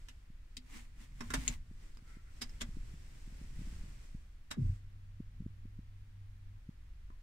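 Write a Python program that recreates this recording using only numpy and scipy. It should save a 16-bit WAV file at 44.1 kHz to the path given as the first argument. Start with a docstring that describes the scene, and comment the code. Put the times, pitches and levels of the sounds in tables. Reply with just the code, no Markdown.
"""A sharp metal tap: inside a parked car a key meets the ignition lock, scrapes in past the wafers,
seats and clicks through its detents, each contact ringing the barrel and booming the steering column.
A sleeve brushes by. Just after the last loud click the electrics come on with a low shudder,
and the fuel pump hums for about two seconds. Underneath, fingers bump a hand-held camera
over the faint hiss and rumble of the closed cabin."""
import sys
import numpy as np
from scipy import signal
from scipy.fft import rfft, irfft, next_fast_len
from scipy.io import wavfile
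from scipy.ndimage import map_coordinates

SR = 44100
rng = np.random.default_rng(int(sys.argv[2]) if len(sys.argv) > 2 else 0)


def wrap_up_sound(samples):
    """Save the sound to the file named by the first command line argument, as 16-bit audio."""
    columns = np.atleast_2d(samples).T
    # keep every value between -1 and 1, then stretch to whole-number steps
    tamed = np.clip(columns, -1, 1)
    steps = np.round(tamed * 32767).astype(np.int16)
    wavfile.write(sys.argv[1], SR, steps)


N = 318471


def amp(db):
    """Decibels to gain."""
    return 10 ** (np.asarray(db) / 20)


def unit(x):
    """x at rms 1."""
    return x / np.sqrt(np.mean(x ** 2) + 1e-20)


def curve_at(points, hz):
    """Read (frequency, value) points on a log frequency axis."""
    freqs, values = np.transpose(points)
    return np.interp(np.log(hz + 1), np.log(freqs + 1), values)


def bell(hz, centre, width):
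    """A resonance peak of height 1, half as high at the edges of its width."""
    return 1 / (1 + (2 * (hz - centre) / width) ** 2)


def wobble(rate):
    """A smooth random curve with rate knots a second."""
    knots = rng.standard_normal(int(N * rate / SR) + 4)
    return map_coordinates(knots, [np.arange(N) * rate / SR])


def filtered(x, response):
    """Equalise x with a gain given as a function of frequency."""
    size = next_fast_len(N + SR // 2)
    return irfft(rfft(x, size) * response(np.fft.rfftfreq(size, 1 / SR)), size)[..., :N]


def stereo_noise(correlation, size):
    """White noise, wide at correlation 0 and mono at 1."""
    mid, side = rng.standard_normal((2, size))
    angle = np.arccos(np.clip(correlation, -1, 1)) / 2
    return np.cos(angle) * mid + np.sin(angle) * np.array([side, -side])


def shaped_noise(spectrum, correlation, drive=1):
    """Coloured stereo noise of rms 1; drive modulates it ahead of the EQ."""
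    noise = stereo_noise(correlation, N) * drive
    return unit(filtered(noise, lambda hz: amp(curve_at(spectrum, hz))))


def minimum_phase(gain):
    """The minimum-phase impulse response of a gain curve."""
    cepstrum = irfft(np.log(np.maximum(gain, 1e-6)))
    half = len(cepstrum) // 2
    cepstrum[1:half] *= 2
    cepstrum[half + 1:] = 0
    return irfft(np.exp(rfft(cepstrum)))


def add(track, start, sound):
    """Mix a sound into a track from start seconds on."""
    part = track[..., round(start * SR):][..., :sound.shape[-1]]
    part += sound[..., :part.shape[-1]]


def swell(start, hold, fade):
    """Gain that holds at 1 and is 20 dB down fade seconds before and after."""
    t = np.arange(N) / SR
    outside = np.maximum(0, np.maximum(start - t, t - start - hold))
    return amp(-20 * outside / fade)


def strokes(rows):
    """One envelope from (start [s], hold [s], fade [s], level [dB]) swells, summed in power."""
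    return np.sqrt(sum((amp(db) * swell(start, hold, fade)) ** 2 for start, hold, fade, db in rows))


def throb(hz, half_length):
    """A low tone that swells and fades, centred 0.1 s after its start."""
    t = np.arange(-SR // 10, SR // 10) / SR
    return np.sin(2 * np.pi * hz * t) * np.exp(-(t / half_length) ** 2)


# Tone of the deep rumble, the dull rub and the airy hiss: (frequency [Hz], level [dB])
RUMBLE_EQ = [(8, -7.5), (20, -0.5), (32, -2), (55, -8.5), (80, -16), (130, -34), (300, -75.5), (600, -120)]
RUB_EQ = [(30, -15.5), (70, 3), (110, 3.5), (160, -3.5), (250, -14.5), (400, -32.5), (800, -83.5),
          (2000, -100)]
HISS_EQ = [(150, -9), (280, -2), (450, -10), (750, -12), (1300, -9.5), (1950, -8), (2600, -11.5),
           (7500, -21.5), (15800, -28.5)]
# The hand shifts on the camera: (start [s], hold [s], fade [s], rumble [dB], rub [dB])
HAND_MOVES = [(1.335, 0.11, 0.52, -47.5, -52.5), (2.674, 0.17, 0.52, -45, -56),
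              (3.255, 0.13, .4, -51, -64.5), (3.606, 0.17, 0.54, -43.5, -54.5),
              (5.407, .1, 0.15, -49.5, -57.5), (6.91, 0.14, .2, -50, -79)]

def background(rest_rumble_db=-51.5, rest_rub_db=-69, hiss_db=-73):
    """The bed: each move of the hand makes the camera rumble and rub, over a steady hiss."""
    rumble_gain = np.hypot(amp(rest_rumble_db), strokes([(*when, db) for *when, db, _ in HAND_MOVES]))
    rub_gain = np.hypot(amp(rest_rub_db), strokes([(*when, db) for *when, _, db in HAND_MOVES]))
    rumble = rumble_gain * shaped_noise(RUMBLE_EQ, correlation=1.0)
    rub = rub_gain * shaped_noise(RUB_EQ, correlation=0.95)
    return rumble + rub + amp(hiss_db) * shaped_noise(HISS_EQ, correlation=0.017)


# Fingers knock the camera body, and the last row adds the low thud of the key contact at 7.1 s: (time [s],
# pitch [Hz], relative level [dB])
FINGER_BUMPS = [(0.303, 154, -49), (1.714, 176, -45.5), (2.026, 150, -51), (2.171, 189, -47),
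                (2.692, 124, -40), (2.771, 198, -40.5), (2.941, 135, -43), (3.416, 160, -43),
                (3.593, 151, -40.5), (3.619, 155, -39.5), (3.674, 170, -43), (4.150, 147, -38),
                (5.2048, 173, -34), (5.407, 130.6, -35), (5.423, 160, -43.5), (5.464, 181, -34.5),
                (5.655, 178, -43), (5.792, 161, -40), (6.693, 152, -36.5), (7.104, 220, -52)]

def finger_bumps(half_cycles=0.46, edge_db=-20, edge_ratio=2.03, fidget_hz=163, fidget_db=-46.5):
    """Each bump is one dull swing with a firmer edge; six light fidgets fall in mid-scene."""
    out = np.zeros(N)
    fidgets = [(time + 0.03 * rng.normal(), fidget_hz, fidget_db + 2 * rng.normal())
               for time in np.linspace(3.24, 3.85, 6)]
    for time, hz, db in FINGER_BUMPS + fidgets:
        edge_hz = hz * edge_ratio
        thud = throb(hz, half_cycles / hz)
        edge = amp(edge_db) * throb(edge_hz, half_cycles / edge_hz)
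        add(out, time - 0.1, amp(db + 1.5) * (thud + edge))
    return out


# Tone of the cloth: (frequency [Hz], level [dB])
CLOTH_EQ = [(150, -1.5), (300, 2.5), (500, -7.5), (700, -10), (1300, -9.5), (2000, -5.5), (3800, -13),
            (5600, -11), (6500, -13.5), (7900, -11), (10500, -21.5), (15500, -27)]
# Passes of the sleeve: (start [s], hold [s], fade [s], level [dB])
SLEEVE_BRUSHES = [(0, 0.078, 0.37, -71), (0.55, 1.67, 0.36, -77), (1.84, 0.025, 0.24, -66),
                  (2.08, 0.09, 0.05, -68), (2.39, 1.66, 0.32, -65), (3.62, 0.19, 0.42, -64),
                  (4.62, 0.14, 0.12, -69)]

def sleeve(grain_db=1, flicker_db=0.88):
    """Cloth brushes by in soft, slightly uneven swishes."""
    cloth = shaped_noise(CLOTH_EQ, correlation=0.017, drive=amp(grain_db * wobble(900)))
    return strokes(SLEEVE_BRUSHES) * amp(flicker_db * wobble(17)) * cloth


def fuel_pump(running_hz=98.6, level_db=-55, overtone_db=-30, flow_db=-12, waver_db=1.45):
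    """An almost pure, wavering hum over a faint flow; it is lower while the pump spins up or down."""
    running = swell(start=4.77, hold=1.8, fade=0.07)
    hz = running_hz * (1 - 0.08 * (1 - running)) * (1 + 0.01 * wobble(16))
    phase = 2 * np.pi * np.cumsum(hz) / SR
    tone = np.sqrt(2) * (np.sin(phase) + amp(overtone_db) * np.sin(2 * phase))
    hum = amp(waver_db * wobble(12)) * tone
    flow = amp(flow_db) * shaped_noise(RUB_EQ, correlation=0.77)
    return amp(level_db) * running * (hum + flow)


POWER_ON_S = 4.570
# Tone of the shaken trim: (frequency [Hz], level [dB])
TRIM_EQ = [(100, -8), (220, 12.5), (340, -1), (480, -14.5), (700, -36), (1500, -55)]

def trim_buzz(level_db=-38, decay_db_per_s=183, attack_s=0.004):
    """The switch-on shakes a brief buzz out of the dashboard trim."""
    t = np.maximum(0, np.arange(N) / SR - POWER_ON_S)
    envelope = amp(level_db - decay_db_per_s * t) * (1 - np.exp(-t / attack_s))
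    return envelope * shaped_noise(TRIM_EQ, correlation=0.14)


def switch_on(start_hz=261, end_hz=91.8, sag_s=0.026, flutter_hz=28.2, flutter_depth=0.44,
              attack_s=0.018, hold_s=0.158, release_s=0.016, hum_db=-27.5, decay_db_per_s=40):
    """The electrics wake with a short, rough, pulsing hum that sags in pitch and sways the dashboard."""
    t = np.maximum(0, np.arange(N) / SR - POWER_ON_S)
    hz = (end_hz + (start_hz - end_hz) * np.exp(-t / sag_s)) * (1 + 0.1 * wobble(70))
    tone = np.sin(2 * np.pi * np.cumsum(hz * (t > 0)) / SR)
    envelope = (1 - np.exp(-t / attack_s)) * np.exp(-np.maximum(0, t - hold_s) / release_s)
    flutter = 1 - flutter_depth * np.cos(2 * np.pi * flutter_hz * t)
    roughness_db = 2.0 * wobble(130)
    shudder = amp(hum_db - decay_db_per_s * t + roughness_db) * envelope * flutter * tone
    sway = amp(-31) * throb(hz=33, half_length=0.05)
    add(shudder, POWER_ON_S + 0.098 - 0.1, sway)  # centred 98 ms into the hum
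    return shudder


# Low modes of the dashboard: (pitch [Hz], relative level [dB], half length [s])
DASH_MODES = [(43, 0.5, 0.027), (108, -10, 0.023), (148, -8, 0.014)]
# The key is pushed home: (time [s], level [dB])
KEY_SEATS = [(1.382, -32.5), (1.503, -39.5)]

def dashboard_thumps():
    """The dashboard gives as the key seats and swings for a few cycles."""
    out = np.zeros(N)
    thump = sum(amp(db) * throb(hz, half_length) for hz, db, half_length in DASH_MODES)
    for time, db in KEY_SEATS:
        add(out, time - 0.1, amp(db) * thump)
    return out


# Hollow modes of the steering column: (pitch [Hz], relative level [dB], t60 [s])
COLUMN_MODES = [(241.5, -5, 0.21), (194.7, -7, 0.092), (305.3, -12.5, 0.06), (401, -9, 0.049)]

def column_boom(contacts, power_on_db=-15, attack_s=0.0081, phase_spread=0.45, detune=0.045):
    """Contacts and switch-on boom the plastic column, a little differently each time and on each side."""
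    out = np.zeros((2, N))
    t = np.arange(SR // 2) / SR
    onset = 1 - np.exp(-t / attack_s)
    hits = [(time, boom_db) for time, *_, boom_db, _ in contacts] + [(POWER_ON_S, power_on_db)]
    for time, boom_db in hits:
        for hz, db, t60 in COLUMN_MODES:
            tuned_hz = hz * (1 + detune * rng.normal())
            phase = 2 * np.pi * tuned_hz * t + phase_spread * rng.standard_normal((2, 1))
            add(out, time, amp(boom_db + db - 60 * t / t60) * np.sin(phase) * onset)
    return amp(-14.5) * out


# Squeal bands of the barrel in its housing: (centre [Hz], width [Hz], relative level [dB])
SQUEAK_BANDS = [(1340, 66, 3.5), (1470, 91, -4), (2025, 390, -4)]
# Turns of the barrel: (start [s], hold [s], fade [s], level [dB])
BARREL_TURNS = [(2.11, .04, 0.1, -66), (2.27, .02, .05, -70), (2.54, 0.018, .05, -74.5)]

def barrel_squeak():
    """Turning under load, the barrel rubs its housing into a faint, narrow squeal."""
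    def bands(hz):
        return sum(amp(db) * bell(hz, centre, width) for centre, width, db in SQUEAK_BANDS)
    return strokes(BARREL_TURNS) * unit(filtered(stereo_noise(0.17, N), bands))


# Tone of the scraping blade: (frequency [Hz], level [dB])
BLADE_EQ = [(120, -18), (240, 12), (380, -7.5), (620, -12), (950, -5), (1400, -7.5), (2050, -1), (2900, -7),
            (4500, -10.5), (8000, -10), (10500, -17.5), (15500, -23.5)]
# Pushes of the blade into the lock: (start [s], hold [s], fade [s], level [dB])
BLADE_PUSHES = [(0.745, 0.038, 0.094, -53.5), (1.015, 0.022, 0.08, -60), (1.23, 0.12, 0.15, -59.5),
                (1.375, 0.16, 0.047, -51.5)]

def blade_scrape(grain_db=2.0):
    """The key's blade scrapes over the wafers in fine grains."""
    grains = amp(grain_db * wobble(1600))
    return strokes(BLADE_PUSHES) * shaped_noise(BLADE_EQ, correlation=0.05, drive=grains)


# Metallic tone shared by all contacts: (frequency [Hz], level [dB])
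METAL_EQ = [(150, -2.5), (600, -5), (1250, 0.5), (2800, 1), (7300, -1.64), (12500, -15.5), (16000, -25.5)]
# Ring of the barrel and its shroud: (centre [Hz], width [Hz], boost [dB])
BARREL_RESONANCES = [(1020, 184, 2), (1240, 76, 0), (1670, 160, 3.5), (2076, 136, 7), (3087, 200, 1.5),
                     (3820, 280, 5.5), (4330, 330, -5), (5410, 150.3, 4.5), (6070, 250, 0.5),
                     (7150, 354, -1.5), (7590, 110, 9.5), (8900, 470, 6.5)]
# Key and lock make contact: (time [s], build-up [s], t60 [s], relative level [dB], low-end weight [dB],
# tink pitch [Hz], tink boost [dB], relative column boom [dB], left over right [dB])
KEY_CONTACTS = [(0.0844, .0013, 0.073, -21.5, -2, 2980, 10.5, -40, 0.5),
                (0.5677, 0.00084, 0.038, -13, -15, 4620, 9.5, -29.5, 2.5),
                (1.2046, 0.0027, 0.062, -18, 13, 5540, 5.5, -17.5, -1.5),
                (1.301, 0.0039, 0.062, -13.5, 4.5, 1390, 11, -23.5, 0),
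                (1.3355, 0.0039, 0.066, -1.5, 5, 5800, 3.5, -14.5, 2.5),
                (1.4786, 0.00035, 0.0058, -5.5, -10, 6960, 20, -42, 3.5),
                (1.481, 0.00082, 0.0288, -8, -5.5, 6850, 12, -19, 3.5),
                (1.948, .0013, .015, -43, -3, 4200, 16, -61, 0),
                (1.970, 0.0018, .014, -36, 10, 4970, 19, -46, 1),
                (1.988, 0.0015, 0.011, -47.5, 17.5, 4700, 5, -64, 0),
                (2.41, 0.0098, 0.067, -7.5, -2.5, 5000, 13, -26.5, -0.5),
                (2.491, 0.0044, 0.031, -32.5, 0, 5200, 14, -57, -3),
                (2.603, 0.0085, 0.0434, -14, 3.5, 3430, 17, -33, 3),
                (2.614, 0.0029, 0.042, -9.5, 2, 7120, 8, -20, 2),
                (4.505, 0.0083, 0.067, -9, 3, 1700, 3, -31, 3),
                (7.1, 0.0035, 0.017, -50, 22, 1030, 15, -50, 4)]

def lock_clicks(lead_in_db=-26, tink_q=9, size=8192):
    """Each contact is a tight rattle of metal that swells, dies away and rings the barrel."""
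    out = np.zeros((2, N))
    t, hz = np.arange(size) / SR, np.fft.rfftfreq(size, 1 / SR)
    centre, width, boost_db = np.transpose(BARREL_RESONANCES)[:, :, None]
    low_shelf = curve_at([(1300, 1), (3200, 0)], hz)
    for time, build, t60, db, weight_db, tink_hz, tink_db, _, pan_db in KEY_CONTACTS:
        force = amp(np.where(t < build, lead_in_db * (1 - t / build), -60 * (t - build) / t60))
        rattle = stereo_noise(correlation=0.025, size=size) * force
        rattle /= np.linalg.norm(rattle, axis=1, keepdims=True)
        colour_db = db + curve_at(METAL_EQ, hz) + weight_db * low_shelf
        colour_db += tink_db * bell(hz, tink_hz, tink_hz / tink_q)  # the small struck part tinks
        # every contact, heard from either side, favours different resonances
        peaks_db = boost_db + rng.standard_normal((2, len(BARREL_RESONANCES), 1))
        rings_db = np.sum(peaks_db * bell(hz, centre, width), axis=1)
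        body = np.array([minimum_phase(amp(colour_db + side_db)) for side_db in rings_db])
        pan = amp([[pan_db / 2], [-pan_db / 2]])
        add(out, time, signal.fftconvolve(rattle, body, axes=1) * pan)
    return amp(-2.5) * out


# Stereo tilt of the lock at the camera: (frequency [Hz], left over right [dB])
STEREO_TILT = [(300, -22.5), (600, 5), (1050, -4), (1600, -9.5), (2300, -1.5), (4500, 1), (7500, -1),
               (10000, 3), (13000, -15.5)]

def camera_shading(x):
    """The camera's body shades its two microphones differently from the lock."""
    return filtered(x, lambda hz: amp(np.outer([0.5, -0.5], curve_at(STEREO_TILT, hz))))


# Decay of the cabin: (frequency [Hz], t60 [s])
CABIN_DECAY = [(200, 0.21), (1500, 0.11), (6000, 0.059), (14000, 0.021)]

def cabin_reverb(x):
    """The upholstered cabin answers with a very short tail whose treble dies first."""
    hz, t, noise = signal.stft(rng.standard_normal((2, SR // 3)), SR, nperseg=256)
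    decay = amp(-60 * t / curve_at(CABIN_DECAY, hz)[:, None])
    tail = signal.istft(noise * decay, SR, nperseg=256)[1]
    tail /= np.linalg.norm(tail[0])
    tail = np.pad(tail, ((0, 0), (SR // 300, 0)))  # 3.3 ms pre-delay
    return signal.fftconvolve(x, tail, axes=1)[:, :N]


def scene():
    """The lock up front in its cabin, over the low sounds of car and hand."""
    clicks = camera_shading(lock_clicks())
    lock = clicks + amp(-8.5) * cabin_reverb(clicks) + column_boom(KEY_CONTACTS)
    friction = blade_scrape() + sleeve() + barrel_squeak()
    thumps = finger_bumps() + dashboard_thumps()
    electrics = switch_on() + trim_buzz() + fuel_pump()
    return lock + friction + thumps + electrics + background()


def record(dry):
    """A brick-wall low-pass takes off the air above 15.7 kHz."""
    return filtered(dry, lambda hz: hz < 15700)


dry = scene()
out = record(dry)
wrap_up_sound(out)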